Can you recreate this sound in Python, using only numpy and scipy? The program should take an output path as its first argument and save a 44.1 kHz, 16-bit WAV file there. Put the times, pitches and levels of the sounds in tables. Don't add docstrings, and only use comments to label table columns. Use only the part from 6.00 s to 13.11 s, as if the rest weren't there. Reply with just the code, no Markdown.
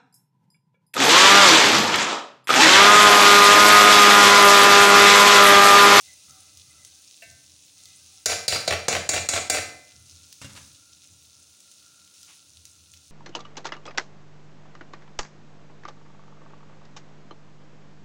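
import sys
import numpy as np
from scipy import signal
from scipy.fft import rfft, irfft, next_fast_len
from scipy.io import wavfile
from scipy.ndimage import uniform_filter1d, minimum_filter1d

SR = 44100
rng = np.random.default_rng(int(sys.argv[2]) if len(sys.argv) > 2 else 0)


def store_pcm(level_fs):
    pcm = np.round(np.clip(level_fs, -1, 1) * 32767).astype(np.int16)
    wavfile.write(sys.argv[1], SR, np.atleast_2d(pcm).T)


N = 313551
TIME = np.arange(N) / SR

# start in seconds, level in dB, pitch of the ladle's ring in Hz,
# ring in dB, body in dB, pitch of the pot's ring in Hz, time until the pot drops back in seconds,
# level of its rattle in dB.
RAPS = [(2.2583, -2, 5800, 1, 0, 1530, .038, -13), (2.48, -3, 4400, 4.5, -1.5, 2500, .043, -10),
        (2.6772, -9.5, 4100, 1, 6.5, 2400, 0.03, -8.5), (2.8823, -4.5, 6500, -0.5, 6.5, 2480, 0.044, -9),
        (3.0906, -2.5, 7200, 2, 3, 2030, .046, -10.5), (3.288, -3, 7500, 3, 2.5, 2000, .047, -9.5),
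        (3.4985, -1, 7400, -3.5, 0, 1910, 0.046, -13)]
# frequency in Hz, level in dB, T60 in seconds.
POT = [(450, -3, 0.42), (542, -4, 0.5), (600, -1, 0.6), (682, -5, 0.5), (719, -2, 0.72), (762, -4, 0.5),
       (1343, -4, 0.5), (1553, -1, 0.55), (1797, -9, 0.6), (2039, -1, 0.76), (2227, 2, 0.4),
       (2378, 0, 0.65), (2636, -1, 0.44), (2745, -5, 0.47), (3448, -1, 0.42), (3585, -7, 0.55),
       (3920, -1, 0.41), (4111, -1, 0.54), (4370, -5, 0.5), (4620, -3, 0.5), (4802, -4, 0.5),
       (5410, -1, 0.5), (5655, 4, 0.5), (6019, -3, 0.5), (6442, -3, 0.5), (6714, -4, 0.5), (6961, -4, 0.5),
       (7280, -6, 0.5), (7647, -7, 0.5), (9040, -6, 0.5)]


def rapping():
    # frequency in Hz, level in dB, T60 in seconds.
    stove_modes = [(87.1, 1.5, 0.41), (100, -6, 0.5), (125.5, -19.5, .3), (322, -6, 0.2)]
    # frequency in Hz, gain in dB.
    clack_colour = [(60, -27), (130, -4.5), (260, -8.5), (460, 1.5), (700, 3.5), (1000, -8.5), (1350, -4.5),
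                    (2700, -6), (3150, -7), (4100, -1.5), (7000, -3.5), (9000, -2.5), (13300, -17.5),
                    (15300, -14)]
    # frequency in Hz, level in dB, T60 in seconds.
    ladle_modes = [(3950, -2, .08), (4280, -3, .07), (4620, 0, .08), (4830, -1, .08), (5440, -5, .08),
                   (6130, -4, .08), (6480, -3, .08), (6730, 0, .1), (6970, 1, .1), (7130, 0, .1),
                   (7290, -3, .1), (7630, -4, .09), (8300, -7, .07), (8520, -6, .07), (9030, -2, .1),
                   (10700, -11, .05)]
    rattle_colour = [(200, -2), (550, 2.5), (1500, 4.5), (2700, 7.5), (5000, -6.0), (9000, -11.5)]

    clacks, ringing = np.zeros(N), np.zeros(N)
    stove = rings(stove_modes)
    bite = 1 - np.exp(-TIME[:SR] / .0008)
    for s, db, ring_hz, ring_db, body_db, pot_hz, *_ in RAPS:
        spot = [(900, body_db), (ring_hz * 0.66, -1), (ring_hz, ring_db + 7.0), (ring_hz * 1.37, -body_db)]
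        contact = bite * (burst(0.04) + amp(0.5) * burst(0.013))
        clack = colour(colour(contact, spot), clack_colour)
        ladle = strike(favour(ladle_modes, ring_hz, ring_db=6), scatter_db=1)
        pot = strike(favour(POT, pot_hz, ring_db=5), scatter_db=1)
        add(clacks, s, amp(db) * (clack + amp(ring_db - 22) * ladle))
        add(ringing, s, amp(db - 32) * pot)
        add(ringing, s, amp(db - 37.5) * strike(stove, scatter_db=0.5))

    pot_hz = np.array(POT)[:, :1]
    duller = rings(POT) / np.hypot(1, pot_hz / 4500)
    for s, db in rocking(count=3):
        clack = colour(colour(bite * burst(t60=0.046), rattle_colour), clack_colour)
        pot = strike(duller, scatter_db=-0.5)
        add(clacks, s, amp(db) * clack)
        add(ringing, s, amp(db - 36.0) * pot + amp(db - 28.0) * strike(stove, scatter_db=0))
    return clacks + ringing + amp(-5.5) * kitchen(clacks, build_s=0.0056)


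def favour(modes, ring_hz, ring_db):
    hz = np.array(modes)[:, :1]
    octaves = np.log2(hz / ring_hz)
    return amp(ring_db * np.exp(-(octaves / 0.47) ** 2)) * rings(modes)


def rocking(count):
    hop_share, hop_loss_db = .55, 1.72
    hops = np.arange(count)
    landings = np.cumsum(hop_share ** hops)
    return [(s + drop_s * landings[k], db - hop_loss_db * k) for s, *_, drop_s, db in RAPS for k in hops]


def knocking():
    # start in seconds, level in dB.
    knocks = [(1.2217, 0.5), (1.228, -2)]
    # mode frequency in Hz, gain in dB.
    wall = [(450, -26), (600, -10.5), (720, 0.5), (780, -25), (1340, -20), (1550, -2.5), (1800, 9),
            (2040, 1.5), (2400, -14), (2750, -8), (3400, -4), (9000, -26)]
    clunk_colour = [(300, -46), (660, 7), (950, -44), (1700, -10), (2200, -20), (2700, 7),
                    (3100, -17), (9000, -21)]
    out = np.zeros(N)
    share = amp(np.interp(np.array(POT)[:, :1], *np.transpose(wall)))
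    for s, db in knocks:
        clunk = colour(burst(0.076), clunk_colour)
        pot = strike(share * rings(POT), scatter_db=-4)
        add(out, s, amp(db - 56.0) * pot + amp(db - 30.0) * clunk)
    return out


def setting_down():
    # start in seconds, relative level in dB, T60 in seconds,
    # relative thud in dB.
    contacts = [(4.415, -40, 0.16, -1), (4.445, -41.5, 0.12, 4.5), (4.495, -49, 0.22, -5),
                (4.552, -47.5, 0.11, -2.5), (4.563, -43.5, 0.14, -12), (4.574, -43.5, 0.1, -4)]
    # frequency in Hz, gain in dB.
    counter_colour = [(100, -28), (300, -8), (550, -10.5), (800, -5.5), (1300, -1.5), (1900, -2),
                      (2900, -2.5), (4500, -5), (8000, -6.5), (15000, -27)]
    slab = rings([(84.0, -13, 0.3), (109.6, 5.0, 0.16), (137, -1, 0.14), (208, -5.0, 0.28),
                  (271.6, -2.0, 0.23), (551, -3.0, 0.13), (1486, -1.5, 0.063), (2790, 2.0, 0.081)])
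    out = np.zeros(N)
    for s, db, t60, thud_db in contacts:
        clatter = colour(burst(t60), counter_colour)
        thud = amp(thud_db - 16.0) * strike(slab, scatter_db=0.0)
        add(out, s, amp(db + 8.5) * (clatter + thud))
    return out


def spitting():
    # start in seconds, level before colouring in dB, pitch in Hz, fizz in dB.
    loud_spits = [(0.0102, -30, 6250, -6), (0.5732, -29.5, 6160, -8), (0.849, -29, 6260, -4),
                  (1.3124, -36, 5400, -7), (1.8562, -32, 4330, -5), (4.3268, -24.5, 4710, -7),
                  (5.6042, -34, 6730, -6.5), (5.7152, -34, 6100, -3), (6.2312, -32, 5690, -7),
                  (6.6538, -28, 6140, -7.5), (6.9376, -31.5, 2940, -5)]
    spit_colour = [(400, -22), (1500, -10), (3000, 1), (9000, 0), (13000, -6), (15500, -1)]
    out = np.zeros(N)
    for s, db, hz, fizz_db in list(loud_spits) + faint_spits(count=14, fizz_db=-3.5):
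        ping = fade(.0012) * np.cos(2 * np.pi * hz * TIME[:SR])
        snap = ping + amp(-9) * burst(.004)
        fizz = amp(fizz_db) * colour(burst(.035), [(hz / 2.5, -16), (hz, 0), (hz * 2.5, -16)])
        add(out, s, amp(db) * colour(snap + fizz, spit_colour))
    return out


def faint_spits(count, fizz_db):
    mean_db = -44.5
    low, high = 2600, 7000
    return [(when * TIME[-1], mean_db + 6 * (size - .5), low * (high / low) ** pitch, fizz_db)
            for when, size, pitch in rng.random((count, 3))]


def frying(bubbles_per_s, spread, hiss_db, flicker_db):
    # frequency in Hz, gain in dB.
    fry_colour = [(700, -25), (1800, -17.5), (2250, -13.5), (2600, -5), (3150, -7.5), (3700, -2),
                  (4800, -2.5), (6300, 1.5), (7800, -5.5), (9400, -3), (11000, -12.5), (13300, -27.5),
                  (14200, -17), (15200, -13.5)]
    # start in seconds, length in seconds, level in dB.
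    flares = [(0, 0.079, -51.5), (.1, 0.3, -56.5), (.85, .4, -59.5), (1.77, 0.6, -56), (4.05, .5, -57.5),
              (4.55, 0.13, -53.5), (5.62, 0.27, -62), (6.13, 0.23, -55)]
    out = 0
    for hz in np.linspace(1500, 15500, 8):
        sizes = amp(spread * np.minimum(rng.exponential(size=N), 4))
        bursts = rng.random(N) < bubbles_per_s / SR
        bubbles = bursts * sizes * rng.choice([-1, 1], N)
        out = out + resonate(bubbles, hz, 2000) * amp(flicker_db * walk(30))
    hiss = rng.standard_normal(N) * amp(hiss_db + 0.35 * walk(7.1))
    settling = amp(-53.5 - 0.34 * TIME)
    boiling = np.hypot(settling, swells(flares, attack_s=0.01, release_s=0.053))
    return unit(colour(unit(out) + hiss, fry_colour)) * boiling


def stirring(uneven_db):
    # frequency in Hz, width of one filter pass in Hz, level in dB.
    cavity = [(596, 65, -11), (763, 53, -3), (1210, 58, -6), (1326, 110, 1.5), (1553, 77, -7.5),
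              (2036, 85, 2), (2515, 240, 0)]
    # start in seconds, length in seconds, level in dB.
    strokes = [(0, 0.12, -67), (.27, 0.17, -61), (.66, 0.27, -67.5), (1.75, 0.65, -69)]
    air = 0
    for hz, width, db in cavity:
        once = resonate(rng.standard_normal(N), hz, width)
        air = air + amp(db + uneven_db * walk(12)) * resonate(once, hz, width)
    return unit(air) * swells(strokes, attack_s=0.017, release_s=0.16)


def rustling():
    peak_s, rise_s, fall_s = 6.3, 0.018, .036
    soft = [(300, -17), (600, -11), (900, -1.5), (1700, -7.0), (2700, 3.5), (5000, -6.0),
            (10000, -21), (14000, -33)]
    grains = rng.standard_normal(N) * amp(2 * walk(110))
    touch = np.exp(-np.maximum((peak_s - TIME) / rise_s, (TIME - peak_s) / fall_s))
    return unit(colour(grains, soft)) * amp(-51.5) * touch


def burner():
    # frequency in Hz, gain in dB.
    gas_colour = [(100, -8.5), (190, 3), (250, -7), (295, 5.5), (350, -4.5), (470, -7), (550, -4),
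                  (700, -8.5), (1200, -12), (1750, -21.5), (2100, -15), (4000, -22.5)]
    # time in seconds, gain in dB.
    near = [(1.8, -17.5), (4, -1)]
    hollow_colour = [(900, -53.0), (1280, -13.5), (1390, -1.0), (1500, -15.5), (1900, -32.5)]
    jet = unit(colour(rng.standard_normal(N), gas_colour)) * amp(-70.5 + 0.78 * walk(30))
    hollow = unit(colour(rng.standard_normal(N), hollow_colour))
    waver = amp(3.5 * walk(8))
    return jet + hollow * waver * curve(near) * amp(-72.0)


def rumbling():
    # frequency in Hz, gain in dB.
    flame_colour = [(30, -30), (60, -30), (82, 5.5), (100, -7), (125, -5.5), (180, -15.5), (300, -22)]
    # start in seconds, length in seconds, level in dB.
    bump_rows = [(.27, 0.052, -57.5), (.52, 0.34, -65), (1.25, 0.13, -59), (1.5, .65, -70.5),
                 (3.93, 0.29, -57.5), (4.42, 0.17, -54), (5.06, .08, -59), (5.35, 0.089, -66),
                 (6.55, 0.57, -64.5)]
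    flame = amp(-71.5 + 3 * walk(13))
    bumps = swells(bump_rows, attack_s=0.013, release_s=0.077)
    rumble = unit(colour(rng.standard_normal(N), flame_colour + [(1500, -74.5)]))
    return rumble * np.hypot(flame, bumps)


def kitchen(x, build_s):
    # frequency in Hz, T60 in seconds.
    room_t60 = [(100, 0.94), (600, 0.54), (2500, 0.51), (7000, 0.44), (15000, 0.42)]
    hz, t60 = np.transpose(room_t60)
    bins = np.fft.rfftfreq(SR, 1 / SR)
    noise = rfft(rng.standard_normal(SR))
    tail = 0
    edges = np.geomspace(40, SR / 2, 10)
    for lo, hi in zip(edges, edges[1:]):
        band = irfft(noise * (bins >= lo) * (bins < hi), SR)
        tail = tail + band * fade(np.interp(np.log(lo * hi) / 2, np.log(hz), t60))
    tail *= 1 - np.exp(-TIME[:SR] / build_s)
    return signal.fftconvolve(x, tail / np.sqrt(np.sum(tail ** 2)))[:N]


def amp(db):
    return 10 ** (np.asarray(db) / 20)


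def unit(x):
    return x / np.sqrt(np.mean(x ** 2))


def curve(rows):
    return amp(np.interp(TIME, *np.transpose(rows)))


def swells(rows, attack_s, release_s):
    power = 0
    for s, length, db in rows:
        rise = np.clip((TIME - s) / attack_s, 0, 1)
        fall = np.exp(-np.maximum(TIME - s - length, 0) / release_s)
        power = power + (amp(db) * rise * fall) ** 2
    return np.sqrt(power)


def fade(t60):
    return np.exp(-np.log(1000) * TIME[:SR] / t60)


def add(track, s, x):
    i = int(s * SR)
    track[i:i + len(x)] += x[:N - i]


def colour(x, points):
    size = next_fast_len(len(x) + SR // 10)
    hz, db = np.transpose(points)
    bins = np.fft.rfftfreq(size, 1 / SR)
    gain = amp(np.interp(np.log(bins + 1), np.log(hz), db))
    cepstrum = irfft(np.log(gain), size)
    cepstrum[1:size // 2] *= 2
    cepstrum[size // 2 + 1:] = 0
    return irfft(rfft(x, size) * np.exp(rfft(cepstrum)), size)[:len(x)]


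def resonate(x, hz, width):
    return unit(signal.lfilter(*signal.iirpeak(hz, hz / width, fs=SR), x))


def rings(modes):
    return np.array([amp(db) * fade(t60) * np.sin(2 * np.pi * hz * TIME[:SR]) for hz, db, t60 in modes])


def strike(modes, scatter_db):
    signs = rng.choice([-1, 1], len(modes))
    return (signs * amp(scatter_db * rng.standard_normal(len(modes)))) @ modes


def burst(t60):
    return rng.standard_normal(SR) * fade(t60)


def walk(rate):
    return np.interp(TIME * rate, np.arange(1024), rng.standard_normal(1024))


def scene():
    small = knocking() + setting_down() + spitting()
    bed = frying(bubbles_per_s=420, spread=5.2, hiss_db=4.5, flicker_db=5.0)
    bed = bed + stirring(uneven_db=7) + rustling() + burner() + rumbling()
    return (rapping() + small + amp(-6.5) * kitchen(small, build_s=0.0039) + bed)[None]


def limiter(x, top_db, release_db_per_s, ahead_s):
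    level = np.sqrt(np.abs(uniform_filter1d(x ** 2, SR // 500)) + 1e-12)
    over = np.maximum(20 * np.log10(level) - top_db, 0)
    climb = release_db_per_s * TIME
    gain_db = climb - np.maximum.accumulate(over + climb)
    span = max(int(ahead_s * SR), 2)
    early_db = minimum_filter1d(gain_db, 2 * span + 1)
    return x * amp(uniform_filter1d(early_db, span))


def record(dry):
    thinned = signal.sosfilt(signal.butter(3, 55, "high", fs=SR, output="sos"), dry[0])
    limited = limiter(thinned, top_db=-14.5, release_db_per_s=180.0, ahead_s=0.012)
    ceiling = .5
    rounded = ceiling * np.tanh(limited / ceiling)
    top_cut = signal.ellip(8, .2, 70, 16200, fs=SR, output="sos")
    return signal.sosfilt(top_cut, rounded)[None]


dry = scene()
out = record(dry)
store_pcm(out)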